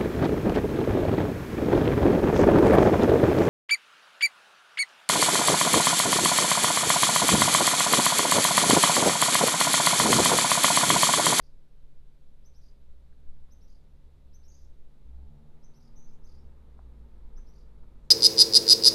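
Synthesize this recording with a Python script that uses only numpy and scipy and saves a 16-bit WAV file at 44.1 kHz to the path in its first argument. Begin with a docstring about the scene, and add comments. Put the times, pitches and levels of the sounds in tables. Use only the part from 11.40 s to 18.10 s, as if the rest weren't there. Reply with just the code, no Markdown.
"""A low hum fills a quiet room. Thin squeaky chirps, most like small birds outside, come in short
phrases of swept tones: a rising tsip, a lower buzzy tsee and a quick run of ticks, twice joined by a
longer, rougher squeal. A distant vehicle pulls away, its engine harmonics filtered by the walls and
its road noise growing. Close by, a crochet hook scuffs softly and taps once; each pull wafts air."""
import sys
import numpy as np
from scipy import signal
from scipy.fft import rfft, irfft, next_fast_len
from scipy.io import wavfile
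from scipy.ndimage import map_coordinates

SR = 44100
rng = np.random.default_rng(int(sys.argv[2]) if len(sys.argv) > 2 else 0)


def dump_mix(stems):
    """Bounce the given channels to the path in sys.argv[1] as a 16-bit WAV at rate SR."""
    frames = np.atleast_2d(stems).T  # one column per channel
    limited = np.clip(frames, -1, 1)  # hard clip at full scale
    pcm = np.round(limited * 32767).astype(np.int16)
    wavfile.write(sys.argv[1], SR, pcm)


N = 295646


def amp(db):
    """Decibels to amplitude ratio."""
    return 10 ** (np.asarray(db) / 20)


def unit(x):
    """Normalisation to rms 1."""
    return x / np.sqrt(np.mean(x ** 2) + 1e-20)


def curves(rows, size=N):
    """Linear interpolation in time: one value per sample for each column after the first."""
    times, *columns = np.transpose(rows)
    return [np.interp(np.arange(size) / SR, times, column) for column in columns]


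def along(points, hz):
    """Interpolation of (Hz, value) points on a logarithmic frequency axis."""
    freqs, values = np.transpose(points)
    return np.interp(np.log(hz + 1), np.log(freqs), values)


def wobble(rate, size=N):
    """Smooth random modulation, rate knots a second."""
    knots = rng.standard_normal(int(size * rate / SR) + 4)
    return map_coordinates(knots, [np.arange(size) * rate / SR])


def filtered(x, response):
    """Linear filtering: the spectrum is multiplied by a frequency response."""
    size = next_fast_len(N + SR // 2)
    return irfft(rfft(x, size) * response(np.fft.rfftfreq(size, 1 / SR)), size)[:N]


def noise(spectrum):
    """White noise shaped to a (Hz, dB) spectrum, rms 1."""
    return unit(filtered(rng.standard_normal(N), lambda hz: amp(along(spectrum, hz))))


def swell(length_s, spectrum):
    """A puff of noise under a Hann envelope, rms 1."""
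    size = int(length_s * SR)
    return unit(np.hanning(size) * noise(spectrum)[:size])


def tone(hz):
    """A sine of rms 1 whose phase is the integral of frequency."""
    return np.sqrt(2) * np.sin(2 * np.pi * (np.cumsum(hz) / SR + rng.random()))


def add(track, start_s, sound):
    """Superposition of a sound on the track."""
    part = track[max(round(start_s * SR), 0):][:len(sound)]
    part += sound[:len(part)]


# An appliance's hum. Each row: frequency in Hz, level in dB.
HUM_PARTIALS = [(138.5, -69.5), (276, -80.5), (414, -83), (551, -84)]
# Steady noises. Each row: frequency in Hz, relative spectral density in dB.
RUMBLE_SPECTRUM = [(3, -8), (8, 11), (14, 3), (22, -4), (32, -2), (42, -16), (65, -13), (85, -29),
                   (300, -120)]
ROOM_SPECTRUM = [(50, -18), (85, -4), (110, -2.5), (160, 1), (220, -3), (300, -10), (520, -10),
                 (640, -14.5), (780, -18.5), (920, -17.5), (1050, -20.5), (1300, -22), (1600, -22.5),
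                 (5000, -73)]
HISS_SPECTRUM = [(1000, -16), (2000, 1), (3000, -0.5), (3800, 2), (4600, -3), (5600, -6.5), (7500, -8.5),
                 (11000, -10), (14000, -12), (15000, -18.5)]

def background():
    """The noise floor: hum partials drift together over building rumble, room tone and hiss."""
    drift = 1 + 0.0021 * wobble(4)
    hum = sum(amp(db + 0.37 * wobble(4)) * tone(hz * drift) for hz, db in HUM_PARTIALS)
    rumble = amp(-46.5) * noise(RUMBLE_SPECTRUM)
    return hum + rumble + amp(-69) * noise(ROOM_SPECTRUM) + amp(-80.5) * noise(HISS_SPECTRUM)


def throttle(firing_hz, full_hz_per_s=39, lift_off=-2.5, lag_s=0.099):
    """First-order lag: the load follows a throttle that opens as revs rise and shuts as they fall."""
    pedal = np.clip(np.gradient(firing_hz) * SR / full_hz_per_s, lift_off, 1)
    pole = np.exp(-1 / (lag_s * SR))
    return signal.lfilter([1 - pole], [1, -pole], pedal)


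# Engine speed through the gears. Each row: time in seconds, firing rate in Hz.
ENGINE_REVS = [(0.0, 58.8), (1.7, 61.7), (2.05, 68.25), (2.45, 70.64), (3.05, 67.66), (3.27, 69.6),
               (3.52, 48.86), (3.9, 71.8), (4.2, 75.87), (4.65, 76.92), (5.1, 67.9), (5.4, 59.02),
               (6.1, 52.29), (6.7, 48.4)]
# What the walls let in. Each row: frequency in Hz, gain in dB.
WALL_TRANSMISSION = [(45, -9), (61, 2.5), (70, -1), (74, -7), (78, -23.5), (100, -31), (128, -21.5),
                     (148, -14.5), (175, -24.5), (200, -22.5), (228, -16.5), (260, -27.5), (460, -41.5),
                     (700, -36), (900, -38), (1050, -56)]

def engine(road_db, near_db=-65.5, over_road_db=14.5, throttle_db=5.5, bark_db=3):
    """Harmonics of the firing rate slide through wall resonances, louder and brighter under load."""
    firing_hz, = curves(ENGINE_REVS)
    load = throttle(firing_hz)
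    cover_db, = curves([(0, -8), (1.3, 0)])  # the vehicle comes out from behind cover
    approach_db = near_db + 0.88 * (road_db - near_db)  # grows a little less than the road noise
    level_db = approach_db + over_road_db + throttle_db * load + cover_db
    firing_hz = firing_hz * (1 + .003 * wobble(10))
    sound = np.zeros(N)
    for order in range(1, 14):
        hz = order * firing_hz
        db = level_db + bark_db * load * (order > 1) + along(WALL_TRANSMISSION, hz)
        gain = amp(db + 1.4 * wobble(7) + wobble(22))
        blur = 1 + .004 * order * wobble(40)  # uneven firing blurs the higher orders most
        sound += gain * tone(hz * blur)
    return sound


# Road noise as the vehicle nears. Each row: time in seconds, level in dB.
ROAD_LEVELS = [(0, -92.5), (1.3, -77.5), (2.2, -74.5), (3.4, -72.5), (3.9, -67.5), (4.7, -65), (5.3, -63.5),
               (6.7, -64)]
# Window resonances. 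Each row: centre in Hz, width in Hz, peak gain in dB.
PANE_MODES = [(132, 14, 3.5), (225, 11, 11), (256, 22, 7), (347, 26, 6), (485, 42, 3), (619, 44, 2),
              (869, 140, 10.5), (1248, 130, 7)]
# A low boom from the road. Each row: peak time in seconds, length in seconds, rms level in dB.
ROAD_BOOMS = [(5.919, .4, -43)]
# Road noise and boom. Each row: frequency in Hz, relative spectral density in dB.
ROAD_SPECTRUM = [(50, -29), (85, 4.5), (130, 0), (180, -6), (300, -10.5), (450, -7), (600, -17.5),
                 (780, -23), (1000, -20), (1400, -24.5), (2200, -28.5), (3200, -41), (8000, -120)]
BOOM_SPECTRUM = [(10, -31), (19, 14.5), (29, 15), (45, -24), (100, -62), (250, -140)]

def vehicle():
    """Resonant transmission: the panes colour the road's roar, which a boom and the engine join."""
    def panes(hz):
        return amp(sum(db / (1 + (2 * (hz - centre) / width) ** 2) for centre, width, db in PANE_MODES))

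    road_db, = curves(ROAD_LEVELS)
    road = amp(road_db + 0.46 * wobble(5.6)) * unit(filtered(noise(ROAD_SPECTRUM), panes))
    for peak, length, db in ROAD_BOOMS:
        add(road, peak - length / 2, amp(db) * swell(length, BOOM_SPECTRUM))
    return engine(road_db) + road


# Pulls of the hook. Each row: peak time in seconds, rms level in dB.
HOOK_PULLS = [(0.518, -42.5), (1.93, -40.5), (3.371, -52.5), (4.731, -42.5), (6.43, -48.5)]
# Moving air. Each row: frequency in Hz, relative spectral density in dB.
WAFT_SPECTRUM = [(2, -14), (7, 8.5), (13, -5), (25, -34.5), (60, -50.5), (200, -140)]

def wafts(length_s=.45):
    """Air displacement: with each pull the hands push a soft, very deep bump at the microphone."""
    track = np.zeros(N)
    for peak, db in HOOK_PULLS:
        add(track, peak - length_s / 2, amp(db) * swell(length_s, WAFT_SPECTRUM))
    return track


# Scuffs. Each row: peak time in seconds, length in seconds, centre in Hz, rms level in dB.
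YARN_SCUFFS = [(1.73, 0.023, 1640, -78.5), (2.09, 0.032, 1140, -77.5), (5.985, .05, 1392, -74.5),
               (6.438, 0.026, 1093, -72.5), (6.656, 0.062, 8000, -89)]

def scuffs():
    """Friction: yarn and fingers brush along the hook in brief bands of noise."""
    track = np.zeros(N)
    for peak, length, hz, db in YARN_SCUFFS:
        band = [(hz / 4, -40), (hz / 2.6, -12), (hz, 0), (hz * 1.5, -12), (hz * 4, -40)]
        add(track, peak - length / 2, amp(db) * swell(length, band))
    return track


# One knock. Each row: time since contact in seconds, frequency in Hz, relative level in dB.
KNOCK_CONTOUR = [(0, 1780, -16), (.001, 1090, -3), (.0025, 640, -5), (.006, 800, -19), (.02, 754, -49)]
# Contact of the hook. Each row: start in seconds, level in dB.
HOOK_TAPS = [(5.3909, -46)]

def tap():
    """Damped impact: the hook bumps a fingertip, and the dull knock drops in pitch and dies at once."""
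    track = np.zeros(N)
    hz, contour_db = curves(KNOCK_CONTOUR, size=int(KNOCK_CONTOUR[-1][0] * SR))
    for start, db in HOOK_TAPS:
        add(track, start, amp(db + contour_db) * np.sin(2 * np.pi * np.cumsum(hz) / SR))
    return track


# One tick. Each row: time since onset in seconds, pitch in Hz, relative level in dB.
TICK_CONTOUR = [(0, 4070, -14.5), (.004, 4720, -6.5), (.008, 5060, -4.5), (.010, 5740, -7.5),
                (.0125, 6400, -11.5), (.017, 6800, -19)]

def tick(tilt_db, octave_db=-17, rasp=.045):
    """Random frequency modulation roughens a fast upward sweep; positive tilt favours its top."""
    size = int(TICK_CONTOUR[-1][0] * SR)
    hz, db = curves(TICK_CONTOUR, size=size)
    climb = np.clip((hz - 4900) / 900, 0, 1)
    detune = 0.017 * rng.standard_normal()
    hz = hz * (1 + detune + rasp * (.15 + climb) * wobble(1500, size=size))
    envelope = amp(db + tilt_db * climb - max(tilt_db, 0)) * signal.windows.tukey(size, .15)
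    return envelope * (tone(hz) + amp(octave_db + 7.6 * climb) * tone(2 * hz))


def tick_run(count, first_gap_s, first_tilt_db, last_tilt_db, settled_gap_s=.0285):
    """A pulse train slows geometrically towards a settled gap while its tilt slides."""
    track, start = np.zeros(SR // 4), 0
    for k, tilt_db in enumerate(np.linspace(first_tilt_db, last_tilt_db, count)):
        add(track, start, amp(-1 if k == 0 else 0) * tick(tilt_db))
        start += settled_gap_s + (first_gap_s - settled_gap_s) * 0.37 ** k
    return track


# How well a whistle's octave radiates. Each row: frequency in Hz, gain in dB.
OCTAVE_RADIATION = [(8500, 0), (10700, -11), (11700, 4), (12700, 5), (14000, -4)]

def whistle(contour, ratio, octave_db, flutter, waver, flutter_hz=260):
    """Frequency modulation: periodic flutter and random waver add sidebands to a sweep and its octave."""
    size = int(contour[-1][0] * SR)
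    hz, db = curves(contour, size=size)
    hz = hz * ratio * (1 + flutter * tone(np.full(size, flutter_hz)) + waver * wobble(500, size=size))
    octave = amp(octave_db + along(OCTAVE_RADIATION, 2 * hz)) * tone(2 * hz)
    return amp(db) * signal.windows.tukey(size, .12) * (tone(hz) + octave)


# Note shapes. Each row: time since onset in seconds, untransposed pitch in Hz, relative level in dB.
TSIP_CONTOUR = [(0, 4670, -21), (.007, 5370, -12), (.014, 5820, -12), (.021, 6290, -1.5), (.028, 6330, -11),
                (.036, 6330, -9.5)]
TSEE_CONTOUR = [(0, 4180, -2), (.005, 4700, -0.5), (.011, 5420, 3.5), (.02, 5690, 2.5), (.031, 6060, 3.5),
                (.052, 6010, -4)]
PEEP_CONTOUR = [(0, 4220, -9), (.006, 4950, -6), (.013, 5500, -3), (.026, 5600, -7)]
SQUEAL_CONTOUR = [(0, 5510, -5), (.011, 6210, 3.5), (.04, 6300, 4), (.06, 6230, -2), (.078, 6450, -2),
                  (.103, 6370, 9)]
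SHRIEK_CONTOUR = [(0, 5670, -14), (.007, 6630, 5.5), (.018, 6680, 0), (.028, 6250, 1), (.05, 6420, -3),
                  (.064, 6450, -3), (.078, 6270, 4), (.09, 6300, -16)]
# A tsip and its answering tsee. Each row: start in seconds, level in dB, tsip's octave gain in dB,
# tsee's delay in seconds.
CALL_PAIRS = [(1.041, -63, -17.5, .097), (2.103, -64, -15, .103), (2.928, -62.5, -16.5, .100),
              (4.225, -63, -26, 0.11), (5.957, -63.5, -21, .104)]
# Single notes. Each row: start in seconds, level in dB, pitch ratio, octave gain in dB.
PEEP_NOTES = [(4.672, -75, 0.93, -18), (4.837, -69, 1.13, -15), (4.977, -73.5, 0.98, -26)]
SQUEAL_NOTES = [(4.554, -73, 0.98, -23)]
SHRIEK_NOTES = [(3.076, -71, 0.98, -24)]
# Runs of ticks. Each row: start in seconds, count, first gap in seconds, level in dB,
# first and last tilt in dB.
TICK_RUNS = [(.015, 3, 0.018, -67.5, 2, -4), (1.210, 4, 0.019, -66.5, 5, -8),
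             (2.273, 4, .020, -67.5, 5, -8), (3.113, 3, 0.024, -66.5, 1, 3), (3.183, 3, 0.025, -65, 4, 15),
             (4.401, 4, .020, -66.5, 3, -10), (4.700, 2, 0.024, -67, 12, 17),
             (4.865, 4, 0.023, -64.5, 2, -10), (6.131, 4, 0.021, -68.5, 4, -6)]

def chirps():
    """Roughness grows with modulation depth: swept notes range from clean tsip to rough shriek."""
    song = np.zeros(N)
    for start, db, octave_db, delay in CALL_PAIRS:
        tsip = whistle(TSIP_CONTOUR, 0.98, octave_db, flutter=0.0064, waver=0.0058)
        tsee = whistle(TSEE_CONTOUR, 0.97, octave_db=-12.5, flutter=0.028, waver=0.014)
        add(song, start, amp(db) * tsip)
        add(song, start + delay, amp(db - 15.5) * tsee)
    for notes, contour, flutter, waver in [(PEEP_NOTES, PEEP_CONTOUR, 0.014, 0.01),
                                           (SQUEAL_NOTES, SQUEAL_CONTOUR, 0.021, 0.018),
                                           (SHRIEK_NOTES, SHRIEK_CONTOUR, 0.028, 0.022)]:
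        for start, db, ratio, octave_db in notes:
            add(song, start, amp(db) * whistle(contour, ratio, octave_db, flutter, waver))
    for start, count, gap, db, first_tilt_db, last_tilt_db in TICK_RUNS:
        add(song, start, amp(db) * tick_run(round(count), gap, first_tilt_db, last_tilt_db))
    return song


def room(x, t60, early_db, late_db, treble_db):
    """Reverberation: early reflections and a tail follow the direct sound; the walls absorb treble."""
    size = SR // 2
    t = np.arange(size) / SR
    decays = [amp(-60 * t / life) * (1 - np.exp(-t / 0.0026)) for life in (.09, t60)]
    envelopes = [amp(db) * decay / np.linalg.norm(decay) for db, decay in zip((early_db, late_db), decays)]
    wet = np.zeros(N)
    for start in range(0, N, size):  # a new impulse response each half second
        response = sum(envelope * rng.standard_normal(size) for envelope in envelopes)
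        add(wet, start / SR, signal.fftconvolve(x[start:start + size], response))
    return x + filtered(wet, lambda hz: amp(along([(7000, 0.017), (11000, treble_db)], hz)))


def scene():
    """Reverberation marks distance: echoing chirps and nearly dry handwork over traffic and hum."""
    far = room(chirps(), t60=0.36, early_db=-3, late_db=-2, treble_db=-4.5)
    near = room(tap() + scuffs(), t60=.25, early_db=-12, late_db=-21, treble_db=-7)
    return (far + near + wafts() + vehicle() + background())[None]


def record(dry):
    """Band limiting: the microphone cuts off steeply above 15 kHz."""
    return signal.sosfiltfilt(signal.butter(16, 15000, fs=SR, output="sos"), dry)


dry = scene()
out = record(dry)
dump_mix(out)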